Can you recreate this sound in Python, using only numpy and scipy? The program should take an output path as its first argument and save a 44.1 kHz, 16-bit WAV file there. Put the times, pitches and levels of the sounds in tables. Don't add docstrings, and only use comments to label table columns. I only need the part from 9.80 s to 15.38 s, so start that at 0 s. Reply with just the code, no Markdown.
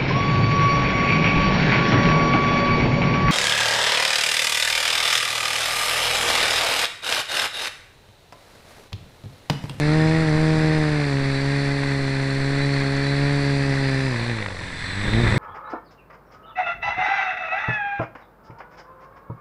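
import sys
import numpy as np
from scipy import signal
from scipy.fft import rfft, irfft
from scipy.io import wavfile
from scipy.ndimage import uniform_filter1d

SR = 44100
rng = np.random.default_rng(int(sys.argv[2]) if len(sys.argv) > 2 else 0)


def transcribe(signal):
    frames = np.atleast_2d(signal).T
    limited = np.clip(frames, -1, 1)
    pcm = np.round(limited * 32767).astype(np.int16)
    wavfile.write(sys.argv[1], SR, pcm)


N = 246059
T = np.arange(N) / SR

# [f/Hz, level/dB]
BUFFET_SPECTRUM = [(10, -10), (45, 6), (70, -4), (110, 2.5), (160, -3), (220, -10), (340, -11.5),
                   (650, -19), (1000, -21), (2200, -20), (3200, -51), (8000, -58)]
# [f/Hz, level/dB]
SWISH_SPECTRUM = [(12, 21), (25, 5.5), (50, 0), (100, -8), (300, 5.5), (550, -2.5), (720, -3), (950, -2.5),
                  (1200, -1.5), (1550, 3), (2500, -10.5), (3100, -22.5), (6000, -36)]
# [f/Hz, level/dB]
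BRUSH_SPECTRUM = [(2300, -39), (3100, -17.5), (4400, 3.5), (5000, -2.5), (5500, -4.5), (5950, -3.5),
                  (6600, -13), (7500, -5), (8300, -10.5), (9200, -6.5), (9900, -21), (10600, -15),
                  (11800, -30)]
# [f/Hz, level/dB]
THUD_SPECTRUM = [(150, -30), (350, -4), (520, 7.5), (720, -3), (960, 4), (1400, -7.5), (2500, -16),
                 (4500, -24), (9000, -47)]
# [f/Hz, half bandwidth of each filter section/Hz, level/dB]
FRAME_MODES = [(970, 340, -9), (1791, 245, -1.5), (1962, 342, -2), (2415, 214, -7.5), (3537, 230, -10.5),
               (4057, 210, -9.5)]
# [f/Hz, level/dB]
MESH_RESPONSE = [(2600, -12), (3150, -7), (3550, 8), (3900, 3), (4200, 9), (4450, 6.5), (4700, 5.5),
                 (5100, 3.5)]
# [t/s, change of rattle level/dB]
JOLTS = [(4.627, 5), (4.666, -3), (5.336, 11), (5.442, 5), (5.479, 6)]
# [start t/s, rise t/s, start of decay t/s, strength 0-1]
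GUSTS = [(-.2, .34, .8, .38), (3.2, .34, 4.3, .18), (4.45, 0.34, 5.3, 0.35), (5.07, .2, 5.31, 0.77),
         (5.08, 0.36, 5.7, 1.0)]
# [t/s, mean blade-pass f/Hz of near and opposite propellers, motor torque level/dB]
THROTTLE = [(0, 133, 0), (.85, 136.1, -0.5), (1.5, 131.7, 0), (1.8, 136, .3), (2.45, 132, -0.9),
            (2.85, 134.9, .5), (3.6, 137, 0.67), (4.45, 126.3, 0.3), (4.72, 111, -5), (4.93, 101.5, -4.5),
            (5.06, 97.33, -1.5), (5.35, 111.3, 1), (5.58, 104, 0.5)]
# [t/s, blade-pass f/Hz of one, blade-pass f/Hz of the other]
SIDE_SPEED = [(0, 131.5, 148), (.27, 134.4, 158), (.48, 135.6, 145), (.6, 146.4, 152), (.95, 136.1, 157),
              (1.3, 134.4, 147.8), (1.65, 141.2, 143), (2.2, 134, 138.2), (3.5, 139.4, 141.5),
              (3.95, 148.9, 152.5), (4.3, 150.9, 153.9), (4.5, 113, 127.1), (4.8, 113.5, 102.2),
              (5.05, 109.6, 137.9), (5.2, 113.3, 114.2), (5.58, 112.6, 122.5)]
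# [t/s, blade-pass f/Hz]
NEAR_SPEED = [(0, 146), (.15, 155.6), (.4, 160.7), (.52, 152.2), (.63, 157.7), (.95, 155.5), (1.17, 148.2),
              (1.33, 138.3), (1.55, 136.4), (1.74, 140.3), (2.08, 139), (2.3, 135.8), (2.55, 136.3),
              (2.85, 140.2), (3.05, 137.3), (3.52, 141.8), (4.05, 135.7), (4.27, 133.3), (4.37, 114.8),
              (4.49, 119.7), (4.77, 86.9), (4.89, 91.16), (5.02, 82.8), (5.18, 98.94), (5.3, 104.5),
              (5.41, 119), (5.58, 103)]

SWITCH_HZ = 3982
FULL_DUTY_HZ = 174
CRUISE_HZ = 139
MESH_ORDER, MOTOR_RATIO = 32, 32 / 11
CALM_DB, GUST_DB = -47, 28
GUST_FALL_S = 0.47
CALM_UNEVEN, GUST_UNEVEN, SLACK_UNEVEN = 0.019, .28, 0.26
BLADE_DB, BLADE_DB_PER_OCTAVE, BLADE_PER_TORQUE, BLADE_GUST_DB = -23.8, 16, 0.82, 4
RATTLE_DB, RATTLE_GUST_DB = -32, 1.5
TEETH_DB, TEETH_DB_PER_OCTAVE, TEETH_PER_TORQUE, TEETH_GUST_DB = -40, -5.5, 1.8, 2
HISS_DB, HISS_DB_PER_OCTAVE, HISS_PER_TORQUE, HISS_GUST_DB = -43.5, 6.5, 0.27, 2.5
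WHISTLE_DB, WHISTLE_PER_TORQUE = -45.5, 3.5
OVERTONE_DB, OVERTONE_DB_PER_OCTAVE, OVERTONE_PER_TORQUE, OVERTONE_GUST_DB = -67, -21, 1.73, 9
TIGHT_SLACK, SLACK_PER_HZ_S, GUST_SLACK, SLACK_SMOOTH_S = 0.12, 0.0039, 0.19, 0.27
COAST_DB = 5.5
HUNT, HUNT_PER_S = .005, 4
STALL_HZ, STALL_DB_PER_OCTAVE = 112, 11
FLUTTER_DB = 7


def undb(db):
    return 10 ** (np.asarray(db) / 20)


def unit(x):
    return x / np.sqrt(np.mean(x ** 2))


def curves(table):
    t, *columns = np.transpose(table)
    return [np.interp(T, t, column) for column in columns]


def response(points, hz):
    f, db = np.transpose(points)
    return undb(np.interp(np.log(hz + 1), np.log(f), db))


def colour(x, points):
    hz = np.arange(N // 2 + 1) * SR / N
    return unit(irfft(rfft(x) * response(points, hz), N))


def ring(drives, modes):
    out = 0
    for drive, (hz, width, db) in zip(drives, modes):
        b, a = signal.iirpeak(hz, hz / (2 * width), fs=SR)
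        once = signal.lfilter(b, a, drive)
        out = out + undb(db) * signal.lfilter(b, a, once)
    return unit(out)


def walk(rate):
    knots = rng.standard_normal(int(rate * N / SR) + 2)
    joined = np.interp(T * rate, np.arange(len(knots)), knots)
    return unit(uniform_filter1d(joined, int(SR / rate / 2)))


def spin(hz, wobble):
    turns = np.cumsum(hz * (1 + wobble * walk(40))) / SR
    return 2 * np.pi * (turns + rng.random())


def gusts():
    envelopes = []
    for start, rise, end, size in GUSTS:
        shape = np.minimum((T - start) / rise, 1 - (T - end) / GUST_FALL_S)
        envelopes.append(size * np.clip(shape, 0, 1))
    return np.max(envelopes, axis=0)


def air(angle, hz, buffet_db):
    grain = rng.standard_normal(N) * (1 + 0.12 * np.cos(angle)) * undb(1.33 * walk(18))
    swish = colour(grain, SWISH_SPECTRUM) * (hz / np.median(hz)) ** 2.1
    buffet = colour(rng.standard_normal(N) * undb(1.5 * walk(120)), BUFFET_SPECTRUM)
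    return undb(-34) * swish + undb(buffet_db) * buffet


def controller(hz, torque_db, shaking):
    duty = np.clip(hz / FULL_DUTY_HZ, 0, 1)
    tone_db = WHISTLE_DB + WHISTLE_PER_TORQUE * torque_db + 4.0 * walk(18)
    octave_db = OVERTONE_DB + OVERTONE_PER_TORQUE * torque_db
    octave_db = octave_db + OVERTONE_DB_PER_OCTAVE * np.log2(hz / CRUISE_HZ)
    octave_db = octave_db + OVERTONE_GUST_DB * shaking + 3.0 * walk(16)
    angle = 2 * np.pi * SWITCH_HZ * T
    tone = np.sin(np.pi * duty) * undb(tone_db) * np.sin(angle)
    octave = undb(octave_db) * np.sin(2 * angle)
    return np.sqrt(2) * (tone + octave)


def backlash(hz):
    size = int(SLACK_SMOOTH_S * SR)
    slowing = -uniform_filter1d(np.gradient(hz) * SR, size, origin=size // 4)
    return SLACK_PER_HZ_S * np.maximum(slowing, 0)


def chatter(angle, per_blade, per_turn, grain_db):
    load = 1 + per_blade * np.cos(angle) + per_turn * np.cos(angle / 2)
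    return load / np.sqrt(1 + per_turn ** 2 / 2) * undb(grain_db * walk(500))


def motors(angle):
    partials = 0
    for blade_angle in angle:
        turn = MOTOR_RATIO * blade_angle + 0.037 * walk(120)
        for k in (4, 5, 6):
            partials = partials + np.sin(k * turn) * undb(4 * walk(25))
    return unit(partials)


def mesh(angle, hz, slack, flutter_hz, runout):
    tooth = MESH_ORDER * angle + slack * walk(flutter_hz) + runout * np.sin(angle / 2)
    return np.sin(tooth) * response(MESH_RESPONSE, MESH_ORDER * hz) * undb(1.7 * walk(14))


def gears(angle, rates):
    loudness = undb([-2, 1, 0, -5])
    whine = sum(g * mesh(a, hz, slack=.25, flutter_hz=250, runout=.45)
                for g, a, hz in zip(loudness, angle, rates))
    rasp = sum(mesh(a, hz, slack=2.3, flutter_hz=697.8, runout=1.2) for a, hz in zip(angle, rates))
    return undb(-4) * unit(whine) + undb(-5.5) * unit(rasp)


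def drive_train(angle, rates, torque_db, pull_db, shaking, slack):
    rattle_db = RATTLE_DB + torque_db + RATTLE_GUST_DB * shaking
    teeth_db = TEETH_DB + TEETH_PER_TORQUE * pull_db + TEETH_GUST_DB * shaking
    teeth_db = teeth_db + TEETH_DB_PER_OCTAVE * np.log2(rates[0] / CRUISE_HZ)
    hiss_db = HISS_DB + HISS_PER_TORQUE * pull_db + HISS_GUST_DB * shaking
    hiss_db = hiss_db + HISS_DB_PER_OCTAVE * np.log2(np.mean(rates, axis=0) / CRUISE_HZ)
    jolt_db = sum(db * np.exp(-((T - t) / 0.0023) ** 2) for t, db in JOLTS)

    looseness = np.clip(TIGHT_SLACK + slack + GUST_SLACK * shaking, 0, 1)
    knocks = chatter(angle[0], per_blade=0.14, per_turn=looseness, grain_db=0.7 + 4.5 * looseness)
    frame = ring(rng.standard_normal((len(FRAME_MODES), N)) * knocks, FRAME_MODES)
    armatures = undb(-8) * ring([motors(angle)] * len(FRAME_MODES), FRAME_MODES)
    thud = undb(2) * looseness * colour(rng.standard_normal(N) * knocks, THUD_SPECTRUM)
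    rattle = (frame + armatures + thud) * undb(rattle_db + jolt_db + .5 * walk(16))

    tooth_load = chatter(angle[3], per_blade=0.059, per_turn=0.18, grain_db=0.8)
    teeth = gears(angle, rates) * tooth_load * undb(teeth_db)
    scrape = rng.standard_normal(N) * chatter(angle[3], per_blade=0.15, per_turn=0.066, grain_db=1.14)
    hiss = colour(scrape, BRUSH_SPECTRUM) * undb(hiss_db + .3 * jolt_db)
    return rattle + teeth + hiss


def dip(angle, sharpness):
    r = np.clip(sharpness, .01, .9)
    pulse = (1 - r ** 2) / (1 - 2 * r * np.cos(angle) + r ** 2)
    return ((1 - r) / (1 + r) - pulse) / (2 * r)


def blades(angle, sharpness, tip_sharpness, tip_db, mismatch, uneven):
    size = (1 + mismatch * np.cos(angle / 2)) * np.exp(uneven * walk(130))
    pulse = dip(angle, sharpness) + undb(tip_db) * dip(angle, tip_sharpness)
    highpass = signal.butter(2, 35, "high", fs=SR, output="sos")
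    return signal.sosfilt(highpass, np.sqrt(2) * size * pulse)


def far_propellers(angle, uneven, near_db, buffet_db):
    far = sum(blades(a, sharpness=.2, tip_sharpness=.6, tip_db=-28, mismatch=.12, uneven=uneven)
              for a in angle)
    return far * (undb(near_db - 26) + undb(buffet_db - 13))


def near_propeller(angle, octaves, uneven):
    return blades(angle, sharpness=0.54 + 0.037 * octaves, tip_sharpness=0.886,
                  tip_db=-26.5 + 12 * octaves, mismatch=0.12, uneven=uneven)


def scene():
    near_hz, = curves(NEAR_SPEED)
    mean_hz, torque_db = curves(THROTTLE)
    far_hz = [*curves(SIDE_SPEED), 2 * mean_hz - near_hz]
    rates = [near_hz] + [hz * (1 + HUNT * walk(HUNT_PER_S)) for hz in far_hz]
    gust, slack = gusts(), backlash(near_hz)
    shaking = gust ** 2
    buffet_db = CALM_DB + GUST_DB * gust
    uneven = CALM_UNEVEN + GUST_UNEVEN * shaking + SLACK_UNEVEN * slack
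    angle = [spin(hz, wobble=.001 + .015 * uneven) for hz in rates]

    octaves = np.log2(near_hz / CRUISE_HZ)
    near_db = BLADE_DB + BLADE_DB_PER_OCTAVE * octaves + BLADE_PER_TORQUE * torque_db + BLADE_GUST_DB * gust
    near_db = near_db + STALL_DB_PER_OCTAVE * np.minimum(np.log2(near_hz / STALL_HZ), 0)
    near_db = near_db + FLUTTER_DB * uneven * walk(14)
    pull_db = torque_db - COAST_DB * slack

    background = air(angle[0], near_hz, buffet_db)
    whistle = controller(near_hz, pull_db, shaking)
    drive = drive_train(angle, rates, torque_db, pull_db, shaking, slack)
    far = far_propellers(angle[1:], uneven, near_db, buffet_db)
    near = undb(near_db) * near_propeller(angle[0], octaves, uneven)
    return (background + whistle + drive + far + near)[None]


def record(dry):
    lowpass = signal.ellip(10, .2, 80, 11600, fs=SR, output="sos")
    return signal.sosfilt(lowpass, dry)


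dry = scene()
out = record(dry)
transcribe(out)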